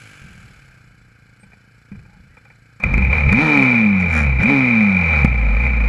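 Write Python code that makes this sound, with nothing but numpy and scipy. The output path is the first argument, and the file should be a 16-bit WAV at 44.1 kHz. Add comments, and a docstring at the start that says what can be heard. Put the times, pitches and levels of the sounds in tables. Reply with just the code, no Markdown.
"""A bike alongside drops back to idle: exhaust pops, silencer rasp, gear and valve clatter.
The rider of a small four-stroke pit bike shifts about with knocks and faint squeaks, starts the
engine at 2.8 s, blips the throttle twice and clunks into gear. All is heard from the bike's frame:
the crank shakes it, and every turn rattles the panels and rings a camera housing mounted on it."""
import sys
import numpy as np
from scipy import signal
from scipy.fft import rfft, irfft
from scipy.io import wavfile
from scipy.ndimage import uniform_filter1d, map_coordinates

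SR = 44100
rng = np.random.default_rng(int(sys.argv[2]) if len(sys.argv) > 2 else 0)


def put_to_file(sound):
    """Save the sound as 16-bit audio at rate SR, in the file named by the first command-line argument."""
    columns = np.atleast_2d(sound).T  # one column per channel
    safe = np.clip(columns, -1, 1)
    whole_steps = np.round(safe * 32767)
    wavfile.write(sys.argv[1], SR, whole_steps.astype(np.int16))


N = 259308
TIME_S = np.arange(N) / SR

# Spectra. Each row: frequency in Hz, relative density in dB.
EXHAUST_SPECTRUM = [(30, -38), (60, -19.5), (100, -10), (125, 1.5), (165, -5), (210, -5.5), (300, -1),
                    (380, -15.5), (470, 1), (800, -21.5), (1300, -45)]
GEAR_SPECTRUM = [(500, -19.5), (800, -15.5), (1050, -22.5), (1400, -6.5), (1580, -8.5), (1900, -20),
                 (2280, -7.5), (2550, -13.5), (2750, -26.5), (2980, -17), (3300, -34), (4500, -26),
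                 (8500, -41), (11500, -35.5), (15000, -54)]
FRAME_RUMBLE_SPECTRUM = [(15, -20), (25, -1.5), (60, 0), (100, -3.5), (200, -5.5), (270, -24), (400, -24.5),
                         (1200, -74.5)]
SIZZLE_SPECTRUM = [(2300, -16.5), (2700, -0.5), (2980, 10), (3300, -2), (3850, 6), (4500, -4.5), (5600, -9),
                   (7000, -14), (8600, -24.5), (10000, -18), (11500, -27), (15500, -44)]
# Resonances. Each row: frequency in Hz, bandwidth in Hz, relative gain in dB.
EXHAUST_PIPE_MODES = [(111, 30.5, 0)]
SILENCER_MODES = [(2290, 170, 8.5), (2960, 570, 1), (6960, 1400, -8), (10900, 290, -8.5)]
CYLINDER_HEAD_MODES = [(1580, 65, 15.5), (2250, 180, 1), (3100, 54, -16), (3470, 25, 2.5), (4050, 110, -1),
                       (4550, 110, -2.5), (5200, 240, -4), (6950, 130, -4.5), (7540, 290, -8),
                       (8040, 170, -5.5), (9900, 360, -18.5), (10240, 250, -11.5)]
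BODY_PANEL_MODES = [(492.6, 72, 3), (837.5, 97, 2), (1033, 69, -1), (1304, 74, 1), (1433, 53, 1),
                    (1900, 350, -1)]
CAMERA_HOUSING_MODES = [(2040, 93, 0.7), (2357, 96.4, 11.55), (2497, 203, 0.5)]
CAMERA_MOUNT_MODES = [(126, 37, 0.45), (210.3, 40.5, 2.7)]
LOOSE_PART_MODES = [(1360, 390, 16.5), (1870, 534, 15.5), (5697, 430, -3.5), (7020, 410, -4),
                    (10230, 281, -9.5), (12500, 3000, -34)]
# Each row: time in seconds, level in dB, decay in seconds.
FRAME_LURCHES = [(.22, -43, 0.25), (1.939, -39, 0.11), (2.17, -49, 0.09), (2.851, -17, .07),
                 (2.96, -18, 0.12), (3.27, -17, 0.068), (4.4, -14.5, 0.036), (5.28, -26.5, .1)]
# Each row: start in seconds, click peak in dB, thud peak in dB.
RIDER_KNOCKS = [(0.72, -50, -70), (1.43, -41.5, -40), (1.517, -43, -70), (1.531, -36, -48),
                (1.916, -35, -26.5), (1.949, -43, -52), (1.99, -42.5, -64), (2.051, -45, -52),
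                (2.368, -36, -54), (2.451, -40, -62), (2.5, -35.5, -53), (2.799, -26, -33.5)]
# The last is the gear going in.
# Each row: start in seconds, click peak in dB, thud peak in dB, panel over housing in dB.
DRIVE_JOLTS = [(2.835, -4, -18.5, -11.5), (2.938, -7, -13, -11.5), (2.978, -9, -15, -8),
               (3.325, -8.5, -8, 2.5), (5.246, -11.5, 0.5, 2.5)]
# The camera clacks in its housing. Each row: start in seconds, peak in dB.
HOUSING_CLACKS = [(3.025, -14.5), (3.046, -14), (4.026, -8), (4.965, -10), (5.599, -14), (5.663, -9)]
# Each row: start and length in seconds, edge and top pitch in Hz, peak in dB, waver as a fraction.
SQUEAKS = [(1.387, 0.07, 8400, 8450, -58, 0.028), (2.068, 0.13, 800, 823, -57, 0.084),
           (2.277, 0.11, 1630, 1970, -58, 0.0089)]
# Three pushes as the engine catches, two blips, two as the gear drags it down, one pick-up.
# Each row: start and end in seconds, crank speed reached in Hz.
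CRANK_PUSHES = [(2.8, 2.875, 46), (2.92, 3.03, 66.5), (3.1, 3.141, 79), (3.28, 3.43, 161),
                (4.385, 4.509, 144.5), (5.202, 5.281, 61), (5.304, 5.351, 59.5), (5.54, 5.649, 65.2)]
# Each row: crank speed in Hz, then base levels of panels, housing ring and sizzle in dB.
RATTLE_BY_SPEED = [(52, -36, -31.5, -55), (59.9, -37, -29, -55.5), (76.7, -27, -20, -44.5),
                   (81, -30, -21, -47), (102, -30.5, -22, -47.5), (119.7, -28.5, -18.5, -44.5),
                   (150.97, -23, -18, -37.5), (163, -21, -23.5, -38)]
# Parts shift in their seats. Each row: time in seconds, extra rattle in dB.
SEAT_LOOSENESS = [(2.85, 3), (3.25, .5), (3.4, -1), (3.55, 2.5), (3.78, 2.5), (3.92, -1.5), (4.32, 1),
                  (4.42, 0.5), (4.58, -0.5), (4.82, 2.5), (4.95, 1), (5.23, 4)]
# Frame response to crank orders 1 and 2; mount transfer. Each row: frequency in Hz, gain in dB.
FIRST_ORDER_RESPONSE = [(53, -14), (60, -17), (68, -16), (80, -19.5), (105, -29.5), (133, -22), (148, -29),
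                        (160, -17.5)]
SECOND_ORDER_RESPONSE = [(106, -38.5), (137, -21), (158, -31), (180, -18), (211, -12.5), (245, -18.5),
                         (280, -15.5), (320, -24)]
MOUNT_RESPONSE = [(25, 1.5), (60, -8.5), (130, -24.5), (210, 4), (270, -9), (340, -14), (430, -6),
                  (600, -29.5), (1000, -5.5), (1500, -12)]
# Half orders come from the firing stroke. Each row: multiple of crank speed, relative level in dB.
WEAK_ORDERS = [(.5, -22.5), (1.5, -11.5), (2.5, -21.5), (3, -10.5), (3.5, -18), (4, -20), (5, -11.5),
               (6, -12.5), (7, -17), (8, -18)]
# Each row: centre in seconds, half width in seconds, relative level in dB.
BUZZ_SPELLS = [(4.008, .015, -26), (4.175, 0.057, -15.5), (4.433, 0.011, -17.5)]


def from_db(db):
    """Decibels to gain."""
    return 10 ** (np.asarray(db) / 20)


def unit_rms(x):
    """Unit power overall."""
    return x / np.sqrt(np.mean(x ** 2) + 1e-20)


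def evened(x, span_s=.04):
    """Unit running power, single pulses kept."""
    return x / np.sqrt(np.abs(uniform_filter1d(x * x, int(span_s * SR))) + 1e-16)


def gain_at(points, hz):
    """Gain of a spectrum on a log-frequency axis."""
    points_hz, db = np.transpose(points)
    return from_db(np.interp(np.log(hz + 1e-3), np.log(points_hz), db))


def colour(x, points):
    """Apply a spectrum, rolled off at both ends."""
    hz = np.fft.rfftfreq(2 * N, 1 / SR)
    rolloff = 1 / (1 + (hz / points[-1][0] / 2) ** 4) * hz / (hz + points[0][0] / 2)
    return irfft(rfft(x, 2 * N) * gain_at(points, hz) * rolloff)[:N]


def drift(rate_hz):
    """Smooth noise, unit RMS."""
    knots = rng.standard_normal(N // 20)
    return unit_rms(map_coordinates(knots, [TIME_S * rate_hz], order=3, mode="wrap"))


def resonate(x, modes):
    """Parallel resonators, alternating signs."""
    out = 0
    for k, (hz, width_hz, db) in enumerate(modes):
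        r = np.exp(-np.pi * width_hz / SR)
        poles = [1, -2 * r * np.cos(2 * np.pi * hz / SR), r * r]
        band = (1 - r * r) / 2 * signal.lfilter([1, 0, -1], poles, x + 1e-18)
        out = out + (-1) ** k * from_db(db) * band
    return out


def low_pass(x, hz, order):
    """Butterworth low-pass."""
    return signal.sosfilt(signal.butter(order, hz, fs=SR, output="sos"), x)


def housing(x, modes, edge_hz=2560):
    """Resonances heard through the closed case, which shuts out the treble."""
    return low_pass(resonate(x, modes), edge_hz, order=14)


def bursts(cycles, decay_cycles, uneven_db):
    """Envelope: one swell and decay per cycle, random strength."""
    strength = from_db(uneven_db * np.clip(rng.standard_normal(N // 20), -2, 2))
    age = (cycles % 1) / decay_cycles
    return unit_rms(strength[cycles.astype(int)] * (np.exp(-age) - np.exp(-4 * age)))


def ticks(cycles, uneven_db):
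    """One impulse per cycle, random strength."""
    impulses = np.diff(np.floor(cycles), prepend=np.floor(cycles[0]))
    return impulses * from_db(uneven_db * rng.standard_normal(N))


def running(rise_s=.019):
    """Ramp from 0 to 1 at the first firing."""
    return np.clip((TIME_S - DRIVE_JOLTS[0][0]) / rise_s, 0, 1)


def bike_alongside(start_hz=55, idle_hz=28.58, settle_s=.96):
    """Firings ring the pipe and silencer, valves tick, gears clatter. All ease as the revs drop."""
    revs = np.maximum(1 - TIME_S / settle_s, 0) ** 1.55
    firing_hz = idle_hz + (start_hz - idle_hz) * revs
    exhaust_db = -54 + 8 * revs ** 2
    clatter_db = -58 + 11 * revs ** .51
    cycles = np.cumsum(firing_hz * (1 + .007 * drift(20))) / SR
    firings = ticks(cycles, uneven_db=.5)
    pops = firings + .007 * rng.standard_normal(N)
    blowdown = (1 + .5 * bursts(cycles, decay_cycles=.3, uneven_db=1)) * rng.standard_normal(N)
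    rasp = from_db(-49) * revs * evened(resonate(.62 * unit_rms(firings) + blowdown, SILENCER_MODES))
    exhaust = unit_rms(colour(resonate(pops, EXHAUST_PIPE_MODES), EXHAUST_SPECTRUM))
    mesh = 12 + bursts(cycles + .1, decay_cycles=.15, uneven_db=2)
    gears = unit_rms(colour(mesh * rng.standard_normal(N), GEAR_SPECTRUM))
    seating = sum(bursts(cycles + phase, decay_cycles=.08, uneven_db=1) for phase in (.05, .85))
    valves = evened(resonate((1.9 + seating) * rng.standard_normal(N), CYLINDER_HEAD_MODES), span_s=.052)
    return from_db(exhaust_db) * exhaust + rasp + from_db(clatter_db) * (gears + from_db(-4) * valves)


def frame_rumble(rest_db=-56.5, engine_db=-47, rise_s=.027):
    """The frame rocks under the rider and the running engine; each lurch swells and dies."""
    level = from_db(rest_db) + from_db(engine_db) * running()
    for at_s, db, decay_s in FRAME_LURCHES:
        swell = np.clip(1 + (TIME_S - at_s) / rise_s, 0, 1) ** 2
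        level = level + from_db(db) * swell * np.exp(-np.maximum(TIME_S - at_s, 0) / decay_s)
    return level * unit_rms(colour(rng.standard_normal(N), FRAME_RUMBLE_SPECTRUM))


def blow(start_s, click_db, thud_db, panel_db, crunch_s, thud_s, thud_hz=198, crack_db=-16):
    """One impact: a crunch through panels and housing over a thud of the mount."""
    out, age_s = np.zeros(N), TIME_S[:N // 40]
    thud = low_pass(np.sin(2 * np.pi * thud_hz * age_s) * np.exp(-age_s / thud_s), 450, order=2)
    crunch = np.exp(-age_s / crunch_s) * rng.standard_normal(len(age_s))
    crack = from_db(crack_db) * unit_rms(low_pass(crunch, 5400, order=2))
    panel = unit_rms(housing(crunch, BODY_PANEL_MODES)) + crack
    click = unit_rms(housing(crunch, CAMERA_HOUSING_MODES)) + from_db(panel_db) * panel
    at = int(start_s * SR)
    for part, peak_db in (click, click_db), (thud, thud_db):
        out[at:at + len(part)] += from_db(peak_db) * part / np.abs(part).max()
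    return out


def knocks():
    """Rider knocks ring the mount, drive jolts push it once, clacks ring mainly the housing."""
    rider = sum(blow(*row, panel_db=-1.5, crunch_s=.0083, thud_s=.023) for row in RIDER_KNOCKS)
    jolts = sum(blow(*row, crunch_s=.005, thud_s=.0046) for row in DRIVE_JOLTS)
    clacks = sum(blow(*row, thud_db=-np.inf, panel_db=-18, crunch_s=.0017, thud_s=1)
                 for row in HOUSING_CLACKS)
    return rider + jolts + clacks


def squeaks():
    """Thin, wavering tones that arch up and down."""
    out = np.zeros(N)
    for start_s, length_s, edge_hz, top_hz, db, waver in SQUEAKS:
        arch = np.sin(np.pi * np.clip((TIME_S - start_s) / length_s, 0, 1))
        hz = (edge_hz + (top_hz - edge_hz) * arch) * (1 + waver * drift(980))
        out += from_db(db) * arch * np.sin(2 * np.pi * np.cumsum(hz) / SR)
    return out


def crank_speed_hz(kick_hz=30, friction_hz_per_s=15, drag_per_s=.86):
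    """Each push ramps the crank to a new speed; friction and drag slow it until the next."""
    crank_hz = np.full(N, float(kick_hz))
    offset_hz = friction_hz_per_s / drag_per_s
    for start_s, end_s, reached_hz in CRANK_PUSHES:
        before_hz = np.interp(start_s, TIME_S, crank_hz)
        ramp_hz = np.interp(TIME_S, [start_s, end_s], [before_hz, reached_hz])
        coast_hz = (reached_hz + offset_hz) * np.exp(-drag_per_s * (TIME_S - end_s)) - offset_hz
        crank_hz = np.select([TIME_S < start_s, TIME_S < end_s], [crank_hz, ramp_hz], coast_hz)
    return crank_hz


def rattle_levels_db(crank_hz, pull_db=2.5, full_pull_hz_per_s=390, smooth_s=.015):
    """Panel, ring and sizzle levels follow speed and looseness, and rise under acceleration."""
    points_hz, *columns_db = np.transpose(RATTLE_BY_SPEED)
    pull = np.clip(np.gradient(crank_hz) * SR / full_pull_hz_per_s, 0, 1)
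    pull = uniform_filter1d(pull, int(smooth_s * SR))
    extra_db = pull_db * pull + np.interp(TIME_S, *np.transpose(SEAT_LOOSENESS))
    return [np.interp(crank_hz, points_hz, db) + extra_db for db in columns_db]


def rattle(turns, crank_hz, catch_s=2.8, rise_s=.047):
    """Loose parts hit their seats at both ends of the stroke, harder on the firing turn."""
    panel_db, ring_db, sizzle_db = rattle_levels_db(crank_hz)
    stroke = bursts(turns + .8, decay_cycles=.3, uneven_db=2)
    return_stroke = .6 * bursts(turns + .3, decay_cycles=.25, uneven_db=2)
    firing = .32 * bursts(turns / 2 + .4, decay_cycles=.2, uneven_db=2)
    scatter = unit_rms((1.1 + stroke + return_stroke + firing) * rng.standard_normal(N))
    # At high revs the contacts lock to the crank and snarl.
    snarl = .78 * crank_hz / 150 * unit_rms(ticks(turns + .8 + .011 * drift(200), uneven_db=1.8))
    panels = from_db(panel_db - 1) * evened(housing(scatter + snarl, BODY_PANEL_MODES))
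    ring = from_db(ring_db + .5) * evened(housing(scatter + snarl, CAMERA_HOUSING_MODES), span_s=.037)
    sizzle = from_db(sizzle_db) * evened(colour(scatter + .16 * snarl, SIZZLE_SPECTRUM))
    # At low revs uneven kicks make the mount boom.
    boom_gain = from_db(-29) * 60 / np.maximum(crank_hz, 60)
    boom = boom_gain * evened(low_pass(resonate(scatter, CAMERA_MOUNT_MODES), 310, order=4))
    caught = np.clip((TIME_S - catch_s) / rise_s, 0, 1)
    return (panels + ring + sizzle) * caught + boom * running()


def frame_shake(turns, crank_hz, weak_trim_db=-21, waver_db=3):
    """The piston shakes the frame once and twice a turn; weaker, unsteady orders grow with speed."""
    angle_rad = 2 * np.pi * turns
    shake = gain_at(FIRST_ORDER_RESPONSE, crank_hz) * np.sin(angle_rad)
    shake += gain_at(SECOND_ORDER_RESPONSE, 2 * crank_hz) * np.cos(2 * angle_rad)
    force = (crank_hz / 120) ** 1.59
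    for order, db in WEAK_ORDERS:
        transfer = gain_at(MOUNT_RESPONSE, order * crank_hz)
        gain = force * transfer * from_db(db + weak_trim_db + waver_db * drift(25))
        shake += gain * np.sin(order * angle_rad + rng.uniform(0, 2 * np.pi))
    return np.sqrt(2) * shake * running(rise_s=.15)


def loose_part_buzz(turns, bounce=.63, chatter_trim_db=-9.5, thump_trim_db=-9):
    """In brief spells a loose metal part hits once a turn, bounces and thumps the mount."""
    level = sum(from_db(db) * np.exp(-((TIME_S - centre_s) / half_s) ** 2)
                for centre_s, half_s, db in BUZZ_SPELLS)
    hits = ticks(turns, uneven_db=1.5) + bounce * ticks(turns + .68, uneven_db=2)
    scrape = .23 * bursts(turns, decay_cycles=.04, uneven_db=2) * rng.standard_normal(N)
    chatter = evened(resonate(unit_rms(hits) + scrape, LOOSE_PART_MODES))
    thump = evened(low_pass(resonate(hits, CAMERA_MOUNT_MODES), 360, order=4))
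    return level * (from_db(chatter_trim_db) * chatter + from_db(thump_trim_db) * thump)


def scene():
    """Mono mix; one crank drives shake, rattle and buzz."""
    crank_hz = crank_speed_hz()
    turns = np.cumsum(crank_hz * (1 + .003 * drift(40))) / SR
    engine = frame_shake(turns, crank_hz) + rattle(turns, crank_hz) + loose_part_buzz(turns)
    return (engine + bike_alongside() + knocks() + frame_rumble() + squeaks())[None]


def record(dry, stopband_hz=15700):
    """Soft limiter at full scale, then a steep low-pass."""
    limited = dry / (1 + dry ** 8) ** (1 / 8)
    return signal.sosfilt(signal.cheby2(12, 70, stopband_hz, fs=SR, output="sos"), limited)


dry = scene()
out = record(dry)
put_to_file(out)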